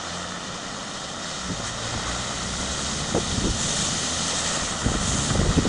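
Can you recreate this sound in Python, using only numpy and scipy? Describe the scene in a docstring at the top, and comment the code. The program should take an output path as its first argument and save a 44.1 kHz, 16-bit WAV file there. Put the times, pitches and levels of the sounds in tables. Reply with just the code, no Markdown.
"""A diesel pickup wades through a flooded gravel pit and climbs the bank close by.
Exhaust tones, boom and clatter follow its firing rate, which sags in the deep water and picks up again.
The bow wave and wheel spray are patchy noise and ringing bubbles; slaps are short rushes of noise.
Wind rumbles low in gusts, and eddies strike the microphone as pops and flutters, strongest late on.
Nearby reflections hollow out narrow bands of the truck's sound."""
import sys
import numpy as np
from scipy import signal
from scipy.fft import rfft, irfft
from scipy.io import wavfile
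from scipy.ndimage import uniform_filter1d

SR = 44100
rng = np.random.default_rng(int(sys.argv[2]) if len(sys.argv) > 2 else 0)


def persist_wave(psi):
    """Save psi, clipped to +-1, as 16-bit WAV."""
    counts = np.round(np.clip(psi, -1, 1) * 32767).astype(np.int16)
    wavfile.write(sys.argv[1], SR, np.atleast_2d(counts).T)


N = 250488
TIME = np.arange(N) / SR
BINS_HZ = np.fft.rfftfreq(N, 1 / SR)


def amp(db):
    """Decibels to gain."""
    return 10 ** (np.asarray(db) / 20)


def unit(x):
    """Scales to an rms of one."""
    return x / np.sqrt(np.mean(x ** 2) + 1e-20)


def follow(rows):
    """Draws each column of an automation table as a curve over every sample."""
    times, *columns = np.transpose(rows)
    return [np.interp(TIME, times, column) for column in columns]


def colour(x, points):
    """Filters a signal with an EQ curve (frequency [Hz], gain [dB]), then sets its rms to one."""
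    hz, db = np.transpose(points)
    gain_db = np.interp(np.log(BINS_HZ + 1), np.log(hz), db)
    return unit(irfft(rfft(x) * amp(gain_db), N))


def wander(rate_hz):
    """Slow random drift with an rms of one, mostly below rate_hz."""
    lowpass = np.exp(-(BINS_HZ / rate_hz) ** 2)
    return unit(irfft(rfft(rng.standard_normal(N)) * lowpass, N))


def patchy(depth_db):
    """Noise that swells and thins in small patches of time and pitch."""
    z = signal.stft(rng.standard_normal(N), nperseg=512, noverlap=384)[2]
    patches = rng.standard_normal(z.shape)
    patches = uniform_filter1d(patches, 9, axis=0)  # about 780 Hz wide
    patches = uniform_filter1d(patches, 10, axis=1)  # about 29 ms long
    noise = signal.istft(z * amp(depth_db * unit(patches)), nperseg=512, noverlap=384)[1]
    return unit(noise[:N])


def burst(length, band, core=0):
    """A short swell of filtered noise; core is the share held by one sharp pressure dip."""
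    dip = -np.fft.fftshift(irfft(band))
    t = (np.arange(len(dip)) - len(dip) // 2) / SR
    swell = np.exp(-2 * (2 * t / length) ** 2)
    swirl = irfft(rfft(swell * rng.standard_normal(len(t))) * band)
    blend = (1 - core) * unit(swirl) + core * unit(dip)
    return np.sqrt(np.mean(swell ** 2)) * unit(blend)


def add(mix, centre_s, sound):
    """Mixes a short sound in, centred on a time in seconds."""
    start = max(round(centre_s * SR) - len(sound) // 2, 0)
    part = mix[start:][:len(sound)]
    part += sound[:len(part)]


# how the exhaust pipe passes the firing tones: (frequency [Hz], gain [dB])
PIPE_RESONANCE = [(45, -4), (55, 0), (62, 3.5), (72, -1.5), (88, -1.5), (98, -9), (113, 4), (135, -4.5),
                  (172, 3.5), (200, 2.5), (250, -4), (400, -5.5), (800, -7)]
# strength of the exhaust note, before pipe and harmonic gains: (time [s], level [dB])
EXHAUST_LEVEL = [(0, -46.5), (.33, -46.5), (.6, -52), (1.1, -48.5), (1.6, -45), (2.35, -41.5), (3.5, -43.5),
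                 (4.35, -41.5), (4.8, -46), (5.17, -34.5), (5.68, -41)]


def exhaust(turns, firing_hz, flutter_db=3, uneven_db=-12, harmonic_fall_db=2.5):
    """Firing harmonics swell across pipe resonances; unequal cylinders add weak tones in between."""
    hz, db = np.transpose(PIPE_RESONANCE)
    strength_db, = follow(EXHAUST_LEVEL)
    out = np.zeros(N)
    for k in [*range(1, 10), 1.5, 2.5, 3.5]:
        level_db = np.interp(np.log(k * firing_hz), np.log(hz), db)
        level_db -= harmonic_fall_db * (k - 1)
        if k % 1 > 0:
            level_db += uneven_db
        tone = np.sin(2 * np.pi * (k * turns + rng.random()))
        out += amp(level_db + flutter_db * wander(7.2)) * tone
    return np.sqrt(2) * amp(strength_db) * out


# engine speed before jitter, sagging in the deep water and again on the bank:
# (time [s], firing rate [firings per second])
FIRING_RATE = [(0, 85), (.6, 95), (1.05, 96), (1.28, 88), (1.4, 62), (1.6, 55), (2, 58), (2.17, 61.5),
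               (2.45, 61), (2.75, 68.5), (3.4, 81), (3.8, 85), (4.1, 83), (4.35, 86), (4.55, 82), (5.1, 66),
               (5.68, 78)]
# engine loudness; clatter_db lifts the clatter: (time [s], boom level [dB], clatter level [dB])
ENGINE_LOAD = [(0, -52, -35.5), (.55, -41.5, -35), (.9, -43, -36.5), (1.72, -44.5, -35.5),
               (2.05, -45, -31.5), (2.4, -38, -35), (3.8, -31, -37.5), (4.15, -38.5, -36.5),
               (4.55, -37, -31.5), (4.8, -37.5, -32), (5.68, -27.5, -33.5)]
# boom of the pipe and body: (frequency [Hz], relative level per Hz [dB])
BOOM_COLOUR = [(30, -12), (70, -3), (120, 1), (180, 5), (240, 2), (330, -8), (450, -11.5), (800, -47)]
# clatter of the block: (frequency [Hz], relative level per Hz [dB])
BLOCK_COLOUR = [(50, -10), (150, -9), (270, -1), (400, -6.5), (560, 0.5), (850, 0), (1300, 1.5),
                (1900, -2.5), (2500, -6), (3600, -10.5), (5500, -23), (10000, -59)]


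def engine(jitter=.012, clatter_db=2.0):
    """Each firing puffs into the pipe and knocks on the block."""
    firing_hz, = follow(FIRING_RATE)
    turns = np.cumsum(firing_hz * (1 + jitter * wander(14))) / SR  # firings so far
    boom_db, block_db = follow(ENGINE_LOAD)
    # every firing gives a surge that dies away before the next one
    stroke = .8 + np.exp(-(turns % 1) / .35)
    boom = amp(boom_db) * colour(stroke * rng.standard_normal(N), BOOM_COLOUR)
    clatter = amp(block_db + clatter_db) * colour(stroke * patchy(depth_db=1.14), BLOCK_COLOUR)
    return exhaust(turns, firing_hz) + boom + clatter


def bubbles(per_s, low_hz, high_hz, cycles, spread_db, rise, count=28):
    """Drops trap bubbles of many sizes; each rings briefly and rises in pitch."""
    out = np.zeros(N)
    for hz in np.geomspace(low_hz, high_hz, count):
        age = np.arange(int(cycles / hz * SR) + 2) * hz / cycles / SR  # 0 to 1 over the ring
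        ring = np.sin(2 * np.pi * cycles * age * (1 + rise * age))
        ring *= np.exp(-np.log(100) * age)  # falls 40 dB
        strengths = amp(spread_db * np.minimum(rng.exponential(1, N), 4))
        hits = rng.random(N) < per_s / count / SR
        out += signal.oaconvolve(strengths * hits, ring / np.linalg.norm(ring))[:N]
    return unit(out)


# steady wash, growing as the truck nears and easing as it leaves the water, before slosh and
# the churn_db lift: (time [s], churn level [dB], spray level [dB])
STEADY_WASH = [(0, -37, -49), (.8, -37, -44), (1.75, -35, -40.5), (2.5, -33.5, -34.5), (3.5, -32, -33),
               (4.2, -29.5, -28.5), (4.58, -30.5, -28), (4.75, -36.5, -31.5), (5.68, -34, -35)]
# surges of water thrown up by the wheels, before slosh and the churn_db lift:
# (start [s], length [s], churn level [dB], spray level [dB])
WHEEL_SURGES = [(0, 0.32, -40, -44.5), (.92, 0.17, -40, -49), (1.193, 0.31, -35, -49),
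                (1.622, 0.092, -37, -35), (1.78, 0.17, -36.5, -41), (2.04, 0.17, -39, -40),
                (2.803, .17, -36, -40), (3.508, 0.53, -33.5, -28), (4.916, .5, -46, -28)]


def water_levels(rise_share=0.53):
    """Churn and spray in dB: each surge builds and falls back on top of the steady wash."""
    power = amp(follow(STEADY_WASH)) ** 2
    for start, length, churn_db, spray_db in WHEEL_SURGES:
        # the surge peaks after rise_share of its length
        progress = np.interp((TIME - start) / length, [0, rise_share, 1], [0, .5, 1])
        power += (amp([[churn_db], [spray_db]]) * np.sin(np.pi * progress)) ** 2
    return 10 * np.log10(power)


# colour of the bow wave: (frequency [Hz], gain [dB])
CHURN_COLOUR = [(150, -26), (400, -8), (700, -5), (1400, -3), (2500, -3.5), (3300, -2), (3800, 0.5),
                (4500, -1), (5500, -2), (7000, -3.5), (9700, -19.5), (10700, -70)]
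# colour of the wheel spray: (frequency [Hz], gain [dB])
SPRAY_COLOUR = [(1500, -10.5), (3500, -4.5), (5200, -8), (6300, -1), (7000, -1), (8000, -4), (9000, -9.5),
                (10000, -13), (10500, -26.5), (11200, -15)]


def water(churn_db=2.5, gurgle=0.36, patter=0.42, slosh_db=0.52):
    """The bow wave folds over into bubbles; spray from the wheels rains back as fine drops."""
    churn_level, spray_level = water_levels()
    slosh = slosh_db * wander(24)
    large = bubbles(per_s=2200, low_hz=450, high_hz=5500, cycles=13, spread_db=2.8, rise=.08)
    fine = bubbles(per_s=4500, low_hz=3000, high_hz=9000, cycles=5, spread_db=3.2, rise=.05)
    wave = colour(patchy(depth_db=1.26) + gurgle * large, CHURN_COLOUR)
    drops = colour(patchy(depth_db=1.5) + patter * fine, SPRAY_COLOUR)
    return amp(churn_level + churn_db + slosh) * wave + amp(spray_level + slosh) * drops


# gusts of wind: (start [s], hold including the rise [s], level [dB])
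WIND_GUSTS = [(1.38, 1.9, -44), (1.88, .1, -39), (2.95, 0.74, -42), (3.278, 0.21, -29), (4.42, 0.27, -41.5),
              (4.806, 0.29, -30), (5.27, .42, -26)]
# rumble of the wind: (frequency [Hz], gain [dB])
WIND_COLOUR = [(12, -23), (28, -1), (50, 5.5), (100, 1), (200, -5.5), (300, -18), (500, -17), (1000, -53),
               (3000, -55)]


def wind(breeze_db=-56, rise_s=0.04, fade_s=0.11, lumpy_db=2.5):
    """Lumpy low turbulence at the microphone port: gusts build, hold and die away over a light breeze."""
    power = amp(breeze_db) ** 2
    for start, hold, db in WIND_GUSTS:
        rise = np.clip((TIME - start) / rise_s, 0, 1)
        fade = np.exp(-np.maximum(TIME - start - hold, 0) / fade_s)
        power = power + (amp(db) * rise * fade) ** 2
    lumps = rng.standard_normal(N) * amp(lumpy_db * wander(35))
    return np.sqrt(power) * colour(lumps, WIND_COLOUR)


# slaps of water and mud against the truck:
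# (middle [s], level at the top of the swell [dB], length [s], pitch [Hz])
WATER_SLAPS = [(.247, -31, .014, 1380), (0.322, -25, 0.0053, 1290), (5.306, -25.5, 0.033, 1400)]


def slaps(octaves=0.34, size=8192):
    """Each slap is a brief rush of noise about its pitch."""
    hz = np.fft.rfftfreq(size, 1 / SR) + 1
    out = np.zeros(N)
    for middle, db, length, pitch_hz in WATER_SLAPS:
        band = 1 / (1 + (np.log2(hz / pitch_hz) / octaves) ** 2)
        add(out, middle, amp(db) * burst(length, band))
    return out


# strong eddies striking the microphone:
# (middle [s], level at the top of the swell [dB], length [s], pitch [Hz])
EDDIES = [(1.511, -26.5, 0.075, 168), (1.6, -29, .012, 200), (1.955, -30, 0.057, 160),
          (2.307, -30.5, .018, 170), (2.61, -28, 0.015, 150), (3.151, -17, 0.016, 350),
          (3.168, -20, 0.055, 350), (3.183, -20, .014, 318), (3.341, -26, 0.022, 158),
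          (3.381, -19.5, .018, 95), (3.423, -24, 0.028, 164), (3.467, -21.5, 0.066, 233),
          (4.864, -18.5, .034, 205), (4.919, -25, .012, 286), (4.952, -25, 0.026, 258),
          (5.158, -26.5, 0.049, 200), (5.314, -21.5, 0.034, 146), (5.355, -21.5, 0.015, 300),
          (5.394, -15.5, 0.024, 172), (5.415, -21.5, 0.015, 340), (5.457, -27, 0.055, 402),
          (5.583, -13, 0.035, 192), (5.654, -21, 0.017, 320), (5.673, -18.5, 0.029, 201)]


def buffets(top_ratio=1.76, core_s=0.018, size=8192):
    """Eddies hit the port: small ones pop, long ones flutter, fast ones reach higher in pitch."""
    hz = np.fft.rfftfreq(size, 1 / SR) + 1
    out = np.zeros(N)
    for middle, db, length, pitch_hz in EDDIES:
        ratio = hz / pitch_hz
        band = 1 / np.hypot(1, 1.1 * (ratio - 1 / ratio))
        band /= 1 + (ratio / top_ratio) ** 2  # extra treble roll-off
        add(out, middle, amp(db) * burst(length, band, core=np.exp(-length / core_s)))
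    return out


# hollows that nearby reflections cut into the truck, before the bearing shifts them:
# (centre [Hz], width [Hz], gain [dB])
REFLECTION_HOLLOWS = [(980, 154, -4.5), (1625, 112, -7.5), (2215, 114, -10.5), (2658, 183, -7.5),
                      (3470, 79, -3.5), (4058, 121, -6), (4610, 130, -5), (5156, 132, -4),
                      (5820, 140, -2.5), (7100, 57, -5), (7720, 68, -2), (8330, 86, -2)]
# how the hollows shift with the truck's bearing:
# (time [s], factor on their pitch, factor on their depth at 4 kHz before the pitch shift)
TRUCK_BEARING = [(0, 0.98, 1.1), (1, 0.99, 1.57), (2.4, 1.015, 0.91), (3.8, 0.99, 1.15), (4.5, 0.992, 0.88),
                 (5.1, .997, 1.07), (5.68, 1.01, 0.68)]


def reflections(x):
    """Close reflections cancel narrow bands; depth varies most in the upper hollows."""
    hz, t, z = signal.stft(x, SR, nperseg=1024, noverlap=768)
    times, stretch, depth = np.transpose(TRUCK_BEARING)
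    shifted = hz[:, None] / np.interp(t, times, stretch)
    hollow_db = np.zeros(z.shape)
    for centre, width, db in REFLECTION_HOLLOWS:
        hollow_db += db * np.exp(-.5 * ((shifted - centre) / width) ** 2)
    # a depth factor below one fills in the upper hollows, as when the spray spreads wide
    hollow_db *= np.interp(t, times, depth) ** (shifted / 4000)
    return signal.istft(z * amp(hollow_db), SR, nperseg=1024, noverlap=768)[1][:N]


def scene():
    """The truck is heard across the pit; the wind acts right at the single microphone."""
    truck = reflections(engine() + water() + slaps())
    return np.tile(truck + wind() + buffets(), (2, 1))


def record(dry, edge_hz=10800):
    """A steep low-pass ends the treble at edge_hz."""
    lowpass = signal.firwin(301, edge_hz, window=("kaiser", 9), fs=SR)
    return signal.oaconvolve(dry, lowpass[None], "same")


dry = scene()
out = record(dry)
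persist_wave(out)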